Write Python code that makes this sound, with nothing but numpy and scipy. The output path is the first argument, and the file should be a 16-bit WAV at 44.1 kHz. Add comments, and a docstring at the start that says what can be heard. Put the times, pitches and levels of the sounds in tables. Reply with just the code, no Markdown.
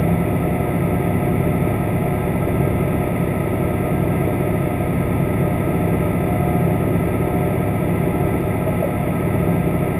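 """A boat's diesel machinery runs at a steady speed, heard through a hydrophone hanging in the water.
From the start its engine tones drone over a churning hull rumble, a fine metallic clatter and humming pumps,
while a fluttering whine comes in spells. A faint tick falls at about 2.5 s and three more after 8.4 s;
then four bubbles, short ringing tones, gulp between 8.6 and 8.9 s.
Throughout, the recorder holds each coarse sample, which mirrors the sound into a thin treble fizz."""
import sys
import numpy as np
from scipy import signal
from scipy.fft import rfft, irfft, next_fast_len
from scipy.io import wavfile
from scipy.ndimage import map_coordinates

SR = 44100
rng = np.random.default_rng(int(sys.argv[2]) if len(sys.argv) > 2 else 0)


def file_out(sig):
    """Save sig as 16-bit WAV at sys.argv[1]."""
    # one column per channel
    cols = np.atleast_2d(sig).T
    # limit, then scale
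    lim = np.clip(cols, -1, 1)
    pcm = np.round(lim * 32767).astype(np.int16)
    wavfile.write(sys.argv[1], SR, pcm)


N = 440559  # length in samples, about 10 s

CYCLE_HZ = 4.9996  # engine cycles per second
HOLD_HZ, TOP_HZ = 12000, 15280  # the recorder's coarse sample rate and its upper limit


def amp(db):
    """Turn decibels into a gain."""
    return 10 ** (np.asarray(db) / 20)


def unit(x):
    """Scale to an rms (average strength) of 1."""
    return x / np.sqrt(np.mean(x ** 2) + 1e-20)


def along(points, hz):
    """Read a curve of (Hz, value) points, joined by straight lines on a log frequency axis."""
    point_hz, values = np.transpose(points)
    return np.interp(np.log(hz + 1), np.log(point_hz + 1), values)


def wobble(rate):
    """A smooth random curve with this many random points a second."""
    knots = rng.standard_normal(int(N * rate / SR) + 4)
    return map_coordinates(knots, [np.arange(N) * rate / SR])


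def filtered(x, response):
    """Multiply the spectrum of x by a response that depends on frequency."""
    size = next_fast_len(N + SR // 2)
    hz = np.fft.rfftfreq(size, 1 / SR)
    return irfft(rfft(x, size) * response(hz), size)[:N]


def tone(hz, wander):
    """A sine of rms 1 whose phase wanders by about this many radians."""
    turns = hz * np.arange(N) / SR + rng.random()
    return np.sqrt(2) * np.sin(2 * np.pi * turns + wander * wobble(3))


# Faint ticks in the water. Each row: start in seconds, level in dB before the filter.
TICK_TIMES = [(2.489, -53), (8.408, -47), (8.416, -49), (8.464, -51)]


def ticks(t60, centre_hz, width_hz):
    """Tiny bright snaps: noise that falls 60 dB in t60 seconds, kept near one treble frequency."""
    t = np.arange(SR // 10) / SR
    out = np.zeros(N + SR)
    for start_s, db in TICK_TIMES:
        snap = amp(db - 60 * t / t60) * rng.standard_normal(len(t))
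        out[round(start_s * SR):][:len(t)] += snap
    return filtered(out[:N], lambda hz: np.exp(-((hz - centre_hz) / width_hz) ** 2))


# Bubbles. Each row: start in seconds, level in dB before a 3.5 dB cut, pitch in Hz,
# ring time in seconds (for a fall of 60 dB).
BUBBLE_RINGS = [(8.664, -15, 610, .03), (8.675, -10, 633, 0.044), (8.823, -8, 618, .045),
                (8.840, -10.5, 563, 0.068)]


def bubbles(swell_s):
    """Each bubble swells quickly into a short ring at its own pitch."""
    t = np.arange(SR // 5) / SR
    out = np.zeros(N + SR)
    for start_s, db, hz, t60 in BUBBLE_RINGS:
        shape = (1 - np.exp(-(t / swell_s) ** 2)) * amp(-60 * t / t60)
        ring = shape / shape.max() * np.sin(2 * np.pi * hz * t)
        out[round(start_s * SR):][:len(t)] += amp(db - 3.5) * ring
    return out[:N]


# Pumps and fans at speeds of their own. Each row: pitch in Hz, rms level in dB.
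PUMP_TONES = [(59.3, -45.5), (103.8, -38), (143.9, -37.5), (167.4, -31), (1599.8, -53.5)]


def pumps():
    """Each pump or fan hums at a steady strength, with a slightly wandering phase."""
    return sum(amp(db) * tone(hz, wander=0.35) for hz, db in PUMP_TONES)


WHINE_ATTACK_S, WHINE_RELEASE_S = .05, .12


def spell(start_s, end_s):
    """One spell of whine, from 0 to 1: it rises, holds, and fades once the end time is reached."""
    t = np.arange(N) / SR
    attack = np.clip((t - start_s) / WHINE_ATTACK_S, 0, 1)
    release = np.clip(1 - (t - end_s) / WHINE_RELEASE_S, 0, 1)
    return attack * release


WHINE_REST_DB = -45  # what lingers between spells, before the flutter
# Spells of whine. Each row: start in seconds, end in seconds, rms level in dB before the flutter.
WHINE_SPELLS = [(0, 2.25, -36), (2.9, 3.6, -40.5), (3.65, 4.85, -37.3), (5.12, 6.5, -38), (6.25, 6.75, -34),
                (7.19, 7.75, -33), (8.05, 9.1, -40.5), (9.3, 9.99, -37.5)]


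def whines(flutter_db, upper_db):
    """A fluttering whine catches and breaks off in spells; a higher one sounds all the time."""
    spells = sum(amp(db) * spell(start_s, end_s) for start_s, end_s, db in WHINE_SPELLS)
    strength = np.maximum(amp(WHINE_REST_DB), spells)
    lower = strength * amp(flutter_db * wobble(7)) * tone(hz=716.5, wander=.45)
    upper = amp(upper_db + 2.2 * wobble(4)) * tone(hz=840, wander=.4)
    return lower + upper


def crank(drift_s, start_s):
    """Engine cycles done so far; the governor lets the shaft run slightly early or late."""
    return CYCLE_HZ * (np.arange(N) / SR - start_s + drift_s * wobble(1.504))


def repeating(cycles, gains, scatter, size=16384):
    """A pattern, played once per cycle, with these gains on its orders (multiples of the cycle rate)."""
    # Little phase scatter keeps the pulses of the pattern sharp.
    phases = np.exp(1j * scatter * rng.standard_normal(len(gains)))
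    pattern = irfft(gains * phases, size) * size / np.sqrt(2)
    return np.interp(cycles % 1 * size, np.arange(size), pattern, period=size)


# Throbbing in step with the firings. Each row: beats per cycle, depth in dB at full throb.
FIRING_THROB = [(3, 0.7), (6, 0.5), (8, 1.08), (12, 1.1)]


def machinery(cycles, spectrum, repeat_share, uneven_db, throb, size=1200):
    """Part of the shaking repeats every cycle, part is new each time; all of it throbs with the firings."""
    gains = amp(uneven_db * rng.standard_normal(size))
    drone_orders = np.round(np.transpose(ENGINE_ORDERS)[0]).astype(int)
    gains[drone_orders] = 0  # the drone plays these orders
    # Both parts get the same strength per Hz before they are mixed.
    same = unit(repeating(cycles, gains, np.pi)) * np.sqrt(size * CYCLE_HZ)
    fresh = rng.standard_normal(N) * np.sqrt(SR / 2)
    share = np.clip(repeat_share, 0, 1)
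    mix = np.sqrt(share) * same + np.sqrt(1 - share) * fresh
    firing_db = sum(db * np.cos(2 * np.pi * round(beats) * cycles) for beats, db in FIRING_THROB)
    shaking = mix * amp(throb * firing_db)
    return filtered(shaking, lambda hz: amp(along(spectrum, hz)))


# Clatter of valves and gears. Each row: frequency in Hz, level in dB per Hz before a 1.7 dB lift.
CLATTER_SPECTRUM = [(1120, -86.5), (1250, -60.5), (1330, -65.5), (1410, -81), (1680, -75.5), (2020, -66),
                    (2280, -68.5), (2730, -77), (3150, -88.5), (3520, -80), (3950, -99), (4650, -96.5),
                    (5500, -110.7), (5900, -130.5)]


def clatter(cycles):
    """Fine metallic shaking of valves and gears, mostly new each cycle."""
    return amp(1.7) * machinery(cycles, CLATTER_SPECTRUM, repeat_share=0.33, uneven_db=6.0, throb=.45)


# Rumble of the hull. Each row: frequency in Hz, level in dB per Hz before a 0.5 dB cut.
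HULL_SPECTRUM = [(18, -72.5), (50, -56), (90, -51), (140, -50), (215, -53), (365, -47.5), (425, -58),
                 (480, -52.5), (545, -58.5), (620, -50.5), (765, -62.5), (1000, -62.5), (1170, -74.5),
                 (1500, -140)]


def hull_rumble(cycles):
    """Low churning of the hull, about half of it the same each cycle."""
    return amp(-0.5) * machinery(cycles, HULL_SPECTRUM, repeat_share=0.51, uneven_db=3, throb=1.0)


# Ringing hull panels. Each row: pitch in Hz, distance in Hz at which the response halves,
# rms level in dB before the surges.
PANEL_BANDS = [(70, 2.5, -36.5), (138.7, 6.6, -36), (170, 2, -30.5), (712, 3.9, -44.5), (1600, 9.1, -55.5)]


def panels():
    """Each hull panel rings as a narrow, restless band of noise."""
    total = 0
    for centre, width, db in PANEL_BANDS:
        noise = rng.standard_normal(N)
        ring = filtered(noise, lambda hz: 1 / (1 + ((hz - centre) / width) ** 2))
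        total = total + amp(db) * unit(ring)
    return total


# Surges of the low sound. Each row: period in seconds, time of a crest in seconds, depth in dB.
SURGE_RHYTHMS = [(1.32, 1.36, 0.63), (4.5, 2.0, .7)]


def swell():
    """The drone and panels rise and fall a little, in a quick and a slow rhythm."""
    t = np.arange(N) / SR
    return amp(sum(db * np.cos(2 * np.pi * (t - crest) / period) for period, crest, db in SURGE_RHYTHMS))


def balanced(gains, count=300, size=10):
    """A flywheel evens out the cycle: of many chance phasings, the one whose neighbouring orders beat least."""
    lines = gains * np.exp(2j * np.pi * rng.random((count, len(gains))))
    lurch = 0
    for gap in (1, 2, 3):  # orders this far apart beat together
        products = lines[:, gap:] * lines[:, :-gap].conj()
        beat = signal.lfilter(np.ones(size), 1, products)  # sums of neighbouring pairs
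        lurch = lurch + np.sum(np.abs(beat) ** 2, axis=1)
    return lines[np.argmin(lurch)]


# Strong tones of the four-stroke engine. Each row: order (multiple of the cycle rate),
# rms level in dB before the knock, surges and final trim.
ENGINE_ORDERS = [(6, -42.5), (8, -50), (12, -52), (16, -34.5), (18, -40.5), (19, -37.5), (20, -32),
                 (21, -33.5), (23, -35), (24, -35.5), (25, -52), (27, -30.5), (28, -31.5), (29, -54),
                 (30, -37), (36, -28.5), (39, -46), (40, -37.5), (45, -45), (48, -34), (49, -38), (51, -43),
                 (57, -41), (60, -40.5), (66, -35.9), (69, -41), (72, -43), (75, -36.5), (78, -34.5),
                 (90, -41.5), (108, -53), (114, -44), (120, -38), (160, -50.5), (177, -50.5)]


def drone(cycles, waver_db, knock_db, count=3, order=57):
    """Every third upper order belongs to a knock that comes three times a cycle; the others make an even hum."""
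    orders, levels = np.transpose(ENGINE_ORDERS)
    gains = np.bincount(np.round(orders).astype(int), amp(levels))
    k = np.arange(len(gains))
    in_knock = (k % count == 0) & (k >= order)
    knock = repeating(cycles, gains * in_knock, scatter=.45)
    hum = repeating(cycles, balanced(gains * ~in_knock, count=40), 0)
    return knock * amp(knock_db + waver_db * wobble(2.69)) + hum


def scene():
    """Everything that reaches the hydrophone."""
    cycles = crank(drift_s=.00005, start_s=.01)
    water = ticks(t60=.05, centre_hz=4720, width_hz=1100) + bubbles(swell_s=0.004)
    auxiliaries = pumps() + whines(flutter_db=1.5, upper_db=-43.5)
    shaking = clatter(cycles) + hull_rumble(cycles)
    low = panels() + amp(-0.14) * drone(cycles, waver_db=1.7, knock_db=0.4)
    return (water + auxiliaries + shaking + swell() * low)[None]


def record(dry, count=16):
    """Each coarse sample is held until the next: the steps mirror the sound around the sampling rate."""
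    seconds = -(-N // SR)  # rounded up
    padded = np.pad(dry[0], (0, -N % SR), "reflect")
    coarse = signal.resample(padded, seconds * HOLD_HZ)
    held = np.repeat(coarse, count)
    steps = signal.resample(held, seconds * SR)[:N]
    return filtered(steps, lambda hz: hz < TOP_HZ)[None]


dry = scene()
out = record(dry)
file_out(out)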